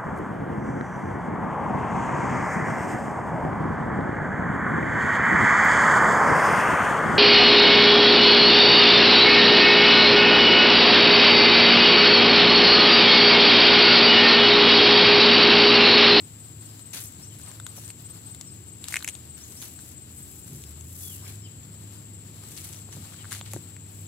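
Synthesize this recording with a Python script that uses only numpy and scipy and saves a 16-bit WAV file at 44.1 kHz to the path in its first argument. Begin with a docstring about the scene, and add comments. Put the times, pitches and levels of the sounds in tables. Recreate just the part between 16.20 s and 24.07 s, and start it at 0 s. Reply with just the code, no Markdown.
"""Slow steps crunch over a pebbly riverbank: soles tread on grit and drag over sand, pebbles clack, heavy stones
knock. A cricket chirps in pairs among trilling insects, birds call, a far engine slackens and picks up again.
Crunch is dense random grains shaped by weight; clacks are short decaying modes, knocks are resonances struck
by a soft push. Insects and birds are swept sines, the chorus is narrow noise, the engine a few wavering partials.
Low rumble and airy hiss are filtered noise; two microphone ports hear it all with a small lag and shade."""
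import sys
import numpy as np
from scipy import signal
from scipy.fft import rfft, irfft, next_fast_len
from scipy.io import wavfile
from scipy.ndimage import uniform_filter1d

SR = 44100
rng = np.random.default_rng(int(sys.argv[2]) if len(sys.argv) > 2 else 0)


def pcm_store(signal):
    """Save signal as 16-bit PCM."""
    levels = np.round(np.clip(np.atleast_2d(signal), -1, 1) * 32767)
    wavfile.write(sys.argv[1], SR, levels.astype(np.int16).T)


N = 347067
TIME = np.arange(N) / SR
PORT_LAG_S = 9e-5  # the right microphone port hears direct sound this much later


def undb(db):
    """Decibels to gain."""
    return 10 ** (np.asarray(db) / 20)


def unit(x):
    """Scale to rms 1."""
    return x / np.sqrt(np.mean(x ** 2))


def peak(x, db):
    """Scale to a peak level."""
    return x * undb(db) / np.abs(x).max()


def add(track, s, sound):
    """Mix a sound into the track from time s on."""
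    i = int(s * SR)
    part = sound[max(-i, 0):N - i]
    track[max(i, 0):max(i, 0) + len(part)] += part


def colour(x, points):
    """Filter by a (frequency [Hz], level [dB]) spectrum, joined smoothly over log frequency."""
    hz, db = np.transpose(points)
    size = next_fast_len(x.shape[-1])
    f = np.maximum(np.fft.rfftfreq(size, 1 / SR), 1)
    gain = undb(np.interp(np.log(f), np.log(hz), db))
    return irfft(rfft(x, size) * gain, size)[..., :x.shape[-1]]


def colour_rms(x, points):
    """Filter by a spectrum and scale to rms 1."""
    return unit(colour(x, points))


def ring(x, hz, width_hz):
    """One resonance, gain 1 at its centre."""
    return signal.lfilter(*signal.iirpeak(hz, hz / min(width_hz, SR / 4), fs=SR), x)


def walk(rate):
    """Smooth random drift with a spread near 1, passing `rate` random knots a second."""
    knots = rng.standard_normal(4096)
    return np.interp(TIME * rate, np.arange(len(knots)), knots)


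def grains(rate, spread_db):
    """Tiny fractures, many weak and few strong, of even power at any rate: rows direct, diffuse left and right."""
    size = undb(spread_db * np.minimum(rng.exponential(size=(3, N)), 5)) / np.sqrt(rate)
    breaks = rng.random((3, N)) < rate / SR
    return breaks * size * rng.choice([-1, 1], (3, N))


def ports(x, diffuse, lag_s):
    """The right port hears the direct sound later, and everything duller; diffuse sound may differ in the two."""
    # the right port faces away: (frequency [Hz], level against the left [dB])
    shade = [(250, -0.5), (600, 1), (2200, -1.5), (4400, -4.5), (8000, -10.5), (11000, -2), (15000, -3)]
    left, right = np.array([x, np.interp(TIME - lag_s, TIME, x)]) + diffuse
    return np.array([left, colour(right, shade)])


def scattered(x, scatter_db, scatter_s, lag_s=PORT_LAG_S):
    """Direct sound at both ports, with a decaying noise tail thrown back by the stony ground."""
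    t = TIME[:8192]
    tail = rng.standard_normal((2, len(t))) * np.exp(-t / scatter_s)
    tail *= undb(scatter_db) / np.sqrt(np.sum(tail ** 2, axis=1, keepdims=True))
    return ports(x, signal.fftconvolve(x[None], tail, axes=1)[:, :N], lag_s)


def soles(grit_db=-4, crumb_db=2.0, sand_db=-2, diffuse_db=4, slip_db=2.5, full_db=-50.5):
    """Each contact crushes coarse grit and crumbs and drags fine sand, in uneven slips; more weight, denser grains."""
    # spectra of the three grain sizes: (frequency [Hz], relative level [dB])
    grit_spectrum = [(250, -18), (600, -19), (1100, -6), (1800, 4.5), (3000, 10), (4500, 9), (7000, -40),
                     (10000, -27), (16000, -38)]
    crumb_spectrum = [(2500, -8), (4500, -3), (6300, 7), (7500, 3), (9500, 8), (12000, -7.5), (16000, -13)]
    sand_spectrum = [(2000, -24.5), (5500, -5), (7500, 0.5), (9500, 1), (11500, 2.5), (13000, 1),
                     (17000, -3)]
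    coarse, fine = footwork()
    # at full_db the grains reach their nominal rate; lighter contact breaks fewer
    weight, drag = np.clip(np.array([coarse, fine]) / undb(full_db), .25, 3)
    coarse_grains = colour_rms(grains(rate=1300 * weight, spread_db=1.5), grit_spectrum)
    grit = coarse * (undb(grit_db) * coarse_grains + chips(weight))
    # middle-sized crumbs follow both the pressure and the drag
    crumb_grains = colour_rms(grains(rate=1100 * weight, spread_db=3.7), crumb_spectrum)
    crumbs = np.sqrt(coarse * fine) * undb(crumb_db) * crumb_grains
    sand_grains = colour_rms(grains(rate=1700 * drag, spread_db=3.2), sand_spectrum)
    sand = fine * undb(sand_db) * sand_grains
    crunch = (grit + crumbs + sand) * undb(slip_db * walk(110))
    return ports(crunch[0], undb(diffuse_db) * crunch[1:], PORT_LAG_S)


def footwork(attack_s=.008, release_s=0.045, drag_swell=0.71):
    """Strength of coarse and fine crunch: a tread rises fast, holds and dies away; a drag swells and fades."""
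    # the foot bears down and the gravel gives:
    # (time [s], hold [s], coarse grit strength [dB], fine sand strength [dB])
    treads = [(0.736, 0.037, -46.5, -42.5), (1.258, .012, -59, -67), (1.56, 0.015, -58, -46),
              (2.704, 0.012, -57, -45), (3.173, 0.0032, -58.5, -52.5), (3.42, 0.019, -51.5, -42.5),
              (4.263, .005, -64, -51.5), (5.078, 0.014, -59, -49.5), (6.369, 0.0038, -51.5, -49),
              (6.441, 0.0035, -59, -47), (6.723, 0.016, -55.5, -57), (7.114, 0.016, -45, -45),
              (7.26, 0.0035, -53, -57), (7.315, 0.0021, -57, -49.5)]
    # the sole drags over the ground:
    # (start [s], length [s], coarse grit strength [dB], fine sand strength [dB])
    drags = [(0.788, 0.13, -67, -48), (1.085, 0.28, -62.5, -56.5), (1.596, 0.125, -60.5, -51),
             (2.626, 0.22, -52, -54), (2.798, 0.227, -60.5, -61), (3.19, 0.42, -67, -50),
             (3.588, 0.17, -70, -51), (3.88, 0.39, -92, -50), (4.223, 0.31, -70, -50.5),
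             (4.559, 0.62, -82, -49.5), (4.7, 0.3, -84, -42.5), (6.245, 0.39, -59, -50),
             (6.8, 0.38, -58.5, -65), (7.684, 0.19, -78, -55)]
    power = np.zeros((2, N))
    for s, hold_s, coarse_db, fine_db in treads:
        rise = np.clip(1 + (TIME - s) / attack_s, 0, 1)
        press = rise * np.exp(-np.maximum(TIME - s - hold_s, 0) / release_s)
        power += (undb([[coarse_db], [fine_db]]) * press) ** 2
    for s, length_s, coarse_db, fine_db in drags:
        half_sine = np.abs(np.sin(np.linspace(0, np.pi, int(length_s * SR))))
        slide = half_sine ** drag_swell  # a lower power swells flatter
        for track, db in zip(power, [coarse_db, fine_db]):
            add(track, s, (undb(db) * slide) ** 2)
    return np.sqrt(power)


def chips(weight, spread_db=2.5, shift_db=2.5):
    """Pebbles of three sizes tick as the foot presses; now one size leads, now another."""
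    # small pebbles under the sole: (frequency [Hz], width [Hz], mean level [dB])
    sizes = [(1570, 2600, -8), (2350, 700, -13.5), (4100, 1200, -5.5)]
    out = 0
    for hz, width_hz, db in sizes:
        level = undb(db + shift_db * walk(45))
        out = out + level * unit(ring(grains(rate=350 * weight, spread_db=spread_db), hz, width_hz))
    return out


def scrapes(width_share=1.15, slip_db=2.5):
    """A broad, rough band of friction noise whose pitch, width and strength follow the sliding speed."""
    # a sole sliding across a stone: (time [s], length [s], start pitch [Hz], end pitch [Hz], level [dB])
    slides = [(1.22, .11, 900, 1400, -62), (5.012, 0.04, 550, 1300, -61), (5.045, .07, 2500, 3800, -52),
              (6.965, 0.11, 2900, 1500, -63)]
    out = np.zeros(N)
    for s, length_s, start_hz, end_hz, db in slides:
        u = np.linspace(0, 1, int(length_s * SR))
        hz = start_hz + (end_hz - start_hz) * u
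        cycles = np.cumsum(hz) / SR
        # two random bumpy curves modulate sine and cosine into a noise band
        bumps = rng.standard_normal((2, 1024))
        a, b = (np.interp(width_share * cycles, np.arange(len(row)), row) for row in bumps)
        band = a * np.sin(2 * np.pi * cycles) + b * np.cos(2 * np.pi * cycles)
        rough = band * undb(slip_db * walk(340)[:len(u)])
        swell = np.sqrt(np.abs(np.sin(np.pi * u)) * hz / hz.mean())
        add(out, s, undb(db) * swell * rough)
    return scattered(out, scatter_db=4, scatter_s=0.0031)


def thumps():
    """The damp soil gives under the settling body weight with a soft, dull swell of noise."""
    # body weight settling: (time [s], length [s], level [dB])
    settlings = [(4.232, 0.21, -42), (6.693, 0.16, -42.5), (7.325, 0.068, -42)]
    # spectrum of damp soil: (frequency [Hz], relative level [dB])
    soil = [(40, -36), (90, 0), (150, 6.5), (250, -1.5), (450, -16.5), (900, -50), (2500, -56)]
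    weight = np.zeros(N)
    for s, length_s, db in settlings:
        add(weight, s, undb(db) * np.hanning(int(length_s * SR)))
    dull = weight * colour_rms(rng.standard_normal(N), soil)
    return ports(dull, 0, PORT_LAG_S)


def cracks(crack_s=.00032):
    """Single grit grains burst in a fraction of a millisecond, nearly all treble."""
    # grains bursting under the sole: (time [s], peak level [dB])
    bursts = [(0.8033, -17), (0.81, -17), (0.828, -22), (0.8393, -18), (0.8578, -19), (0.923, -29),
              (1.188, -28), (1.466, -19), (1.823, -28), (2.6847, -18), (2.7589, -19), (2.833, -26),
              (2.8448, -14), (4.875, -23), (4.933, -23), (5.7544, -30), (7.3348, -15)]
    # spectrum of a burst: (frequency [Hz], relative level [dB])
    burst_spectrum = [(2000, -24), (5000, -12), (9000, 10), (13000, 10), (15500, 10)]
    out, t = np.zeros(N), TIME[:256]
    for s, db in bursts:
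        hiss = colour(rng.standard_normal(len(t)), burst_spectrum)
        add(out, s, peak(hiss * np.exp(-t / crack_s), db))
    return scattered(out, scatter_db=-10, scatter_s=0.0033)


def pebbles(swell_cycles=.8, fade_cycles=1.05, ring_db=-19, ring_cycles=4, upper_ratio=2.69,
            onset_s=0.0005, snap_s=0.0005, rasp_s=0.0016, rasp_db=-22):
    """Stone on stone, straight below: a clack of about two cycles with a faint ring, a bright snap, a brief rasp."""
    # pebbles striking each other: (time [s], clack level [dB], clack pitch [Hz],
    # upper mode level against the clack [dB], snap peak level [dB])
    strikes = [(0.5944, -46, 3078, -10, -32), (1.1982, -44, 1480, -15, -36), (1.278, -41, 2100, -12, -42),
               (1.316, -44, 1600, -10, -29), (1.4001, -33, 1360, -3.5, -26), (1.4015, -45, 1390, -3, -30),
               (1.4662, -30.5, 1390, -2, -21), (1.4682, -39, 1440, -2, -29), (1.617, -50, 1700, -2, -33),
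               (1.7036, -32, 2780, -14, -25), (2.148, -43, 3000, -10, -25.5), (2.2122, -29, 5000, -10, -20),
               (2.6421, -22.5, 3950, -8, -18.5), (2.6847, -20, 5360, -8, -19),
               (2.7253, -24, 2060, -10, -21), (2.728, -38, 1700, -8, -26), (2.742, -11.5, 2060, -16, -13),
               (2.7583, -16.5, 2170, -11, -15), (2.7666, -15.5, 2270, -20, -16),
               (2.7694, -15, 2200, -20, -15), (2.807, -36, 1540, -2, -40), (2.8262, -32, 1510, -1, -24),
               (2.8464, -21.5, 2290, -9, -17), (2.877, -23, 2380, -10, -13), (2.8798, -27, 1980, -3, -20),
               (2.8862, -22, 2900, -10, -15), (2.889, -22, 2600, -3, -16.5), (2.8963, -37, 3600, -10, -20),
               (2.9524, -35, 3540, -10, -24.5), (3.189, -48, 1700, 2, -37), (3.4254, -26, 3930, -10, -27),
               (3.591, -39.5, 1600, -8, -31), (4.2792, -48, 1903, -3, -34), (4.439, -37, 3580, -10, -28.5),
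               (4.61, -39, 3380, -8, -30), (6.2378, -45.5, 1252, -8, -35), (6.3773, -27, 4477, -10, -34),
               (6.384, -40, 2600, -7, -36), (6.45, -42, 3390, -9, -32), (6.546, -46, 3220, -5, -30),
               (6.9243, -45, 1293, -13, -40), (6.943, -40, 1398, -10, -36), (7.0455, -34.5, 1500, -10, -42),
               (7.054, -34, 1500, -10, -42), (7.118, -34, 1550, -10, -35), (7.121, -26.5, 1540, -8, -17.5),
               (7.128, -32, 1700, -1, -17), (7.14, -40, 1940, -10, -30), (7.15, -30, 1700, -10, -23),
               (7.2125, -24.5, 3500, -20, -31), (7.335, -42, 2494, -10, -16), (7.364, -38, 1490, -3, -46),
               (7.566, -40, 2020, -6, -31)]
    # spectrum of the snap: (frequency [Hz], relative level [dB])
    snap_spectrum = [(1000, -7.5), (3000, -4), (4200, 0), (5300, -6.5), (7200, 12), (9200, 4.5), (11300, 2),
                     (13000, -15), (15500, -24.5)]
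    out, lead = np.zeros(N), 128  # samples before the clack's peak
    t = TIME[:1024] - lead / SR
    after = np.maximum(t, 0)
    onset = np.exp((t - after) / onset_s)  # soft rise before the snap's peak
    envelope = onset * (np.exp(-after / snap_s) + undb(rasp_db) * np.exp(-after / rasp_s))
    for s, clack_db, pitch_hz, upper_db, snap_db in strikes:
        cycles = t * pitch_hz
        jolt = np.exp(-(cycles / np.where(t < 0, swell_cycles, fade_cycles)) ** 2)
        faint_ring = undb(ring_db) * (1 - jolt) * (t > 0) * np.exp(-np.abs(cycles) / ring_cycles)
        upper = undb(upper_db) * np.sin(2 * np.pi * upper_ratio * cycles)
        clack = np.cos(2 * np.pi * cycles) + upper
        snap = peak(colour(rng.standard_normal(len(t)), snap_spectrum) * envelope, snap_db)
        add(out, s + t[0], snap - undb(clack_db) * (jolt + faint_ring) * clack)
    return scattered(out, scatter_db=-9, scatter_s=0.008, lag_s=2e-5)


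def knocks(push_s=0.00026, damping=0.73, ground_hz=125, ground_width_hz=35):
    """A heavy stone drops back into its bed: a soft push jolts the stone and rings the ground."""
    # stones rocking under the heel: (time [s], stone peak level [dB], pitch [Hz], ground peak level [dB])
    drops = [(1.277, -42, 1100, -58), (1.579, -38, 630, -52), (1.586, -38, 600, -52),
             (6.6894, -41, 750, -52), (6.7694, -39, 520, -48), (7.2124, -31.5, 1100, -50),
             (7.336, -31.5, 800, -41), (7.3395, -33, 620, -43), (7.3635, -25, 350, -34)]
    out, t = np.zeros(N), TIME[:4096]
    push = t * np.exp(-t / push_s)
    for s, stone_db, hz, ground_db in drops:
        stone = peak(ring(push, hz, damping * hz), stone_db)  # damping is width over pitch
        ground = peak(ring(push, ground_hz, ground_width_hz), ground_db)
        add(out, s, stone + ground)
    return scattered(out, scatter_db=-3, scatter_s=0.0048)


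def cricket(hz=8160, detune_hz=9, sag_hz=170, period_s=.207, pulse_s=.042, gap_s=0.047, second_db=0):
    """Two wing strokes a chirp, evenly repeated in bouts; the pitch tops out just past the middle of each stroke."""
    # bouts of chirping: (first chirp [s], end of the bout [s])
    bouts = [(0.0, 3.4), (3.572, 4.37), (5.532, 6.05), (6.195, 7.75)]
    # cricket level, rising and falling, fainter towards the end, before a small random change per chirp:
    # (time [s], level [dB])
    loudness = [(0, -38.5), (1.0, -38), (1.5, -35), (2.1, -35.5), (2.4, -40), (2.9, -33.5), (3.35, -42),
                (3.95, -35), (4.3, -44), (7.87, -45)]
    out, u = np.zeros(N), np.linspace(-1, 1, int(pulse_s * SR))
    times = np.concatenate([np.arange(first_s, end_s, period_s) for first_s, end_s in bouts])
    levels = np.interp(times, *np.transpose(loudness)) + rng.standard_normal(len(times))
    detunings = detune_hz * rng.standard_normal((len(times), 2))
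    for s, db, detune in zip(times, levels, detunings):
        for k, stroke_db in enumerate([db, db + second_db]):
            pitch_hz = hz + detune[k] - sag_hz * (u ** 2 - u / 2)
            tone = np.sin(2 * np.pi * np.cumsum(pitch_hz) / SR)
            add(out, s + k * gap_s - pulse_s / 2, undb(stroke_db) * np.cos(u * np.pi / 2) ** 2 * tone)
    return scattered(out, scatter_db=-21, scatter_s=0.042)


def triller(hz=7620, strokes_hz=61.7, db=-51, fade_db_per_s=.4, uneven_db=1.5):
    """One insect trills without a pause: fast wing strokes, each a short pure pip."""
    strokes = np.sin(np.pi * np.cumsum(strokes_hz * (1 + .004 * walk(3))) / SR) ** 4
    tone = np.sin(2 * np.pi * np.cumsum(hz * (1 + .006 * walk(120))) / SR)
    trill = unit(strokes * tone) * undb(db - fade_db_per_s * TIME + uneven_db * walk(40))
    return scattered(trill, scatter_db=-6, scatter_s=.012)


def ticker(first_s=.066, period_s=.1277, pip_s=.016, start_hz=7130, end_hz=6850, db=-49.5):
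    """A fainter insect repeats one short falling pip, at slightly uneven levels."""
    out, u = np.zeros(N), np.linspace(0, 1, int(pip_s * SR))
    hz = start_hz + (end_hz - start_hz) * u
    pip = np.sin(np.pi * u) * np.sin(2 * np.pi * np.cumsum(hz) / SR)
    for s in np.arange(first_s, N / SR, period_s):
        add(out, s, undb(db + 2 * rng.standard_normal()) * pip)
    return scattered(out, scatter_db=-10, scatter_s=.012)


def birds(waver=0.008, flutter_db=2.5, gain_db=-3.5):
    """Thin slurred whistles from across the bank, with a faint, long echo."""
    # bird notes: (time [s], length [s], start pitch [Hz], middle pitch [Hz], end pitch [Hz],
    # level before the common gain and flutter [dB])
    notes = [(0.48, .04, 5500, 5050, 4850, -49), (0.845, 0.04, 5130, 6350, 7000, -39),
             (1.013, 0.06, 4850, 5900, 7200, -43), (1.095, .045, 3250, 3100, 2900, -52),
             (1.562, .035, 7000, 5860, 5540, -42), (2.262, .05, 6100, 5400, 4700, -47),
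             (3.198, .03, 4900, 5630, 6000, -44), (3.22, 0.037, 4900, 6600, 6800, -39),
             (3.364, .03, 4740, 5600, 6000, -42), (3.388, 0.045, 5120, 6630, 6800, -39),
             (4.42, .055, 5650, 5200, 5000, -48), (4.815, .15, 3420, 3290, 2550, -45),
             (5.025, .06, 5700, 5200, 5050, -46), (5.214, .055, 5596, 5171, 4800, -47.5),
             (5.232, .055, 3130, 3080, 2500, -46.5), (6.552, .035, 5400, 6200, 6900, -42),
             (6.71, .038, 5200, 6100, 6800, -43), (6.98, .05, 3250, 3080, 2700, -48)]
    out = np.zeros(N)
    for s, length_s, start_hz, middle_hz, end_hz, db in notes:
        u = np.linspace(0, 1, int(length_s * SR))
        slur = np.polyfit([0, .5, 1], [start_hz, middle_hz, end_hz], 2)
        hz = np.polyval(slur, u) * (1 + waver * walk(150)[:len(u)])
        level = undb(db + gain_db + flutter_db * walk(160)[:len(u)])
        swell = np.sqrt(np.abs(np.sin(np.pi * u)))
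        add(out, s, level * swell * np.sin(2 * np.pi * np.cumsum(hz) / SR))
    return scattered(out, scatter_db=-6, scatter_s=.07)


def chorus(flutter_db=1.5, diffuse_db=-2):
    """Many insects in the grass merge into a fluttering high band of noise."""
    # insect bands: (frequency [Hz], width of each of two filter passes [Hz], mean level [dB])
    bands = [(7585, 470, -53), (7320, 680, -58), (7984, 110, -55.5)]
    out = 0
    for hz, width_hz, db in bands:
        once = ring(rng.standard_normal((3, N)), hz, width_hz)
        band = unit(ring(once, hz, width_hz))
        out = out + band * undb(db + flutter_db * walk(55) + 0.7 * walk(0.69))
    return ports(out[0], undb(diffuse_db) * out[1:], PORT_LAG_S)


def engine(waver_db=2.5, start_db=-49.5, nears_db_per_s=0.72, speed_db_per_octave=14, throttle_db_per_hz_s=.1):
    """Only the lowest exhaust partials carry this far, each wavering on the way; speed and throttle set the level."""
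    # engine speed: (time [s], firing rate [Hz])
    speed = [(0.0, 105.7), (2.21, 107.3), (2.63, 102.3), (3.13, 76.1), (3.88, 63.7), (4.4, 69.56),
             (4.69, 85.35), (5.0, 96.7), (5.24, 103.7), (7.87, 99.3)]
    # exhaust partials: (multiple of the firing rate, mean relative level [dB])
    partials = [(1, 0), (4 / 3, -12.5), (5 / 3, -18.5), (1.6, -14), (2, -18)]
    hz = np.interp(TIME, *np.transpose(speed))
    throttle = uniform_filter1d(np.gradient(hz, TIME), size=SR // 4)  # speeding up, Hz per second
    db = start_db + nears_db_per_s * TIME  # level at full speed, growing slowly
    db = db + speed_db_per_octave * np.log2(hz / hz.max()) + throttle_db_per_hz_s * throttle
    phase = 2 * np.pi * np.cumsum(hz * (1 + 0.0098 * walk(12))) / SR
    drone = sum(undb(order_db + waver_db * walk(9)) * np.sin(k * phase) for k, order_db in partials)
    return ports(unit(drone) * undb(db), 0, PORT_LAG_S)


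def outdoors(rumble_db=-48.5, rumble_rise_db_per_s=0.1129, swirl_db=-9, air_db=-52.5, air_left_db=1):
    """Low rumble nearly alike in both ports, and a faint airy hiss that is not."""
    # background spectra: (frequency [Hz], relative level [dB])
    rumble_spectrum = [(25, -47), (40, -24), (60, -14.5), (80, 2.5), (130, -1.5), (200, -7.5), (310, -9.5),
                       (420, -17), (550, -25.5), (1000, -34.5), (3000, -26), (6000, -42)]
    air_spectrum = [(130, -28), (400, 5.5), (700, 7.5), (1300, 6), (2400, 1.5), (4100, 8.5), (5500, 5.5),
                    (8500, 7.5), (11000, 8.5), (13000, 3), (15300, 7), (17000, -30)]
    rumble = colour_rms(rng.standard_normal((3, N)), rumble_spectrum)
    rumble = rumble * undb(rumble_db + rumble_rise_db_per_s * TIME)
    air = colour_rms(rng.standard_normal((2, N)), air_spectrum)
    air = air * undb(air_db + 1.6 * walk(7) + 1.6 * walk(40))
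    air = air * undb([[air_left_db], [-air_left_db]])
    return ports(rumble[0], undb(swirl_db) * rumble[1:] + air, PORT_LAG_S)


def scene():
    """Feet and stones up close, the riverbank around them."""
    feet = soles() + scrapes() + thumps() + cracks() + pebbles() + knocks()
    wildlife = cricket() + triller() + ticker() + birds() + chorus()
    return feet + wildlife + engine() + outdoors()


def record(dry, top_hz=15750):
    """A steep low-pass leaves nothing above the top frequency."""
    return signal.sosfilt(signal.ellip(10, .2, 70, top_hz, fs=SR, output="sos"), dry)


dry = scene()
out = record(dry)
pcm_store(out)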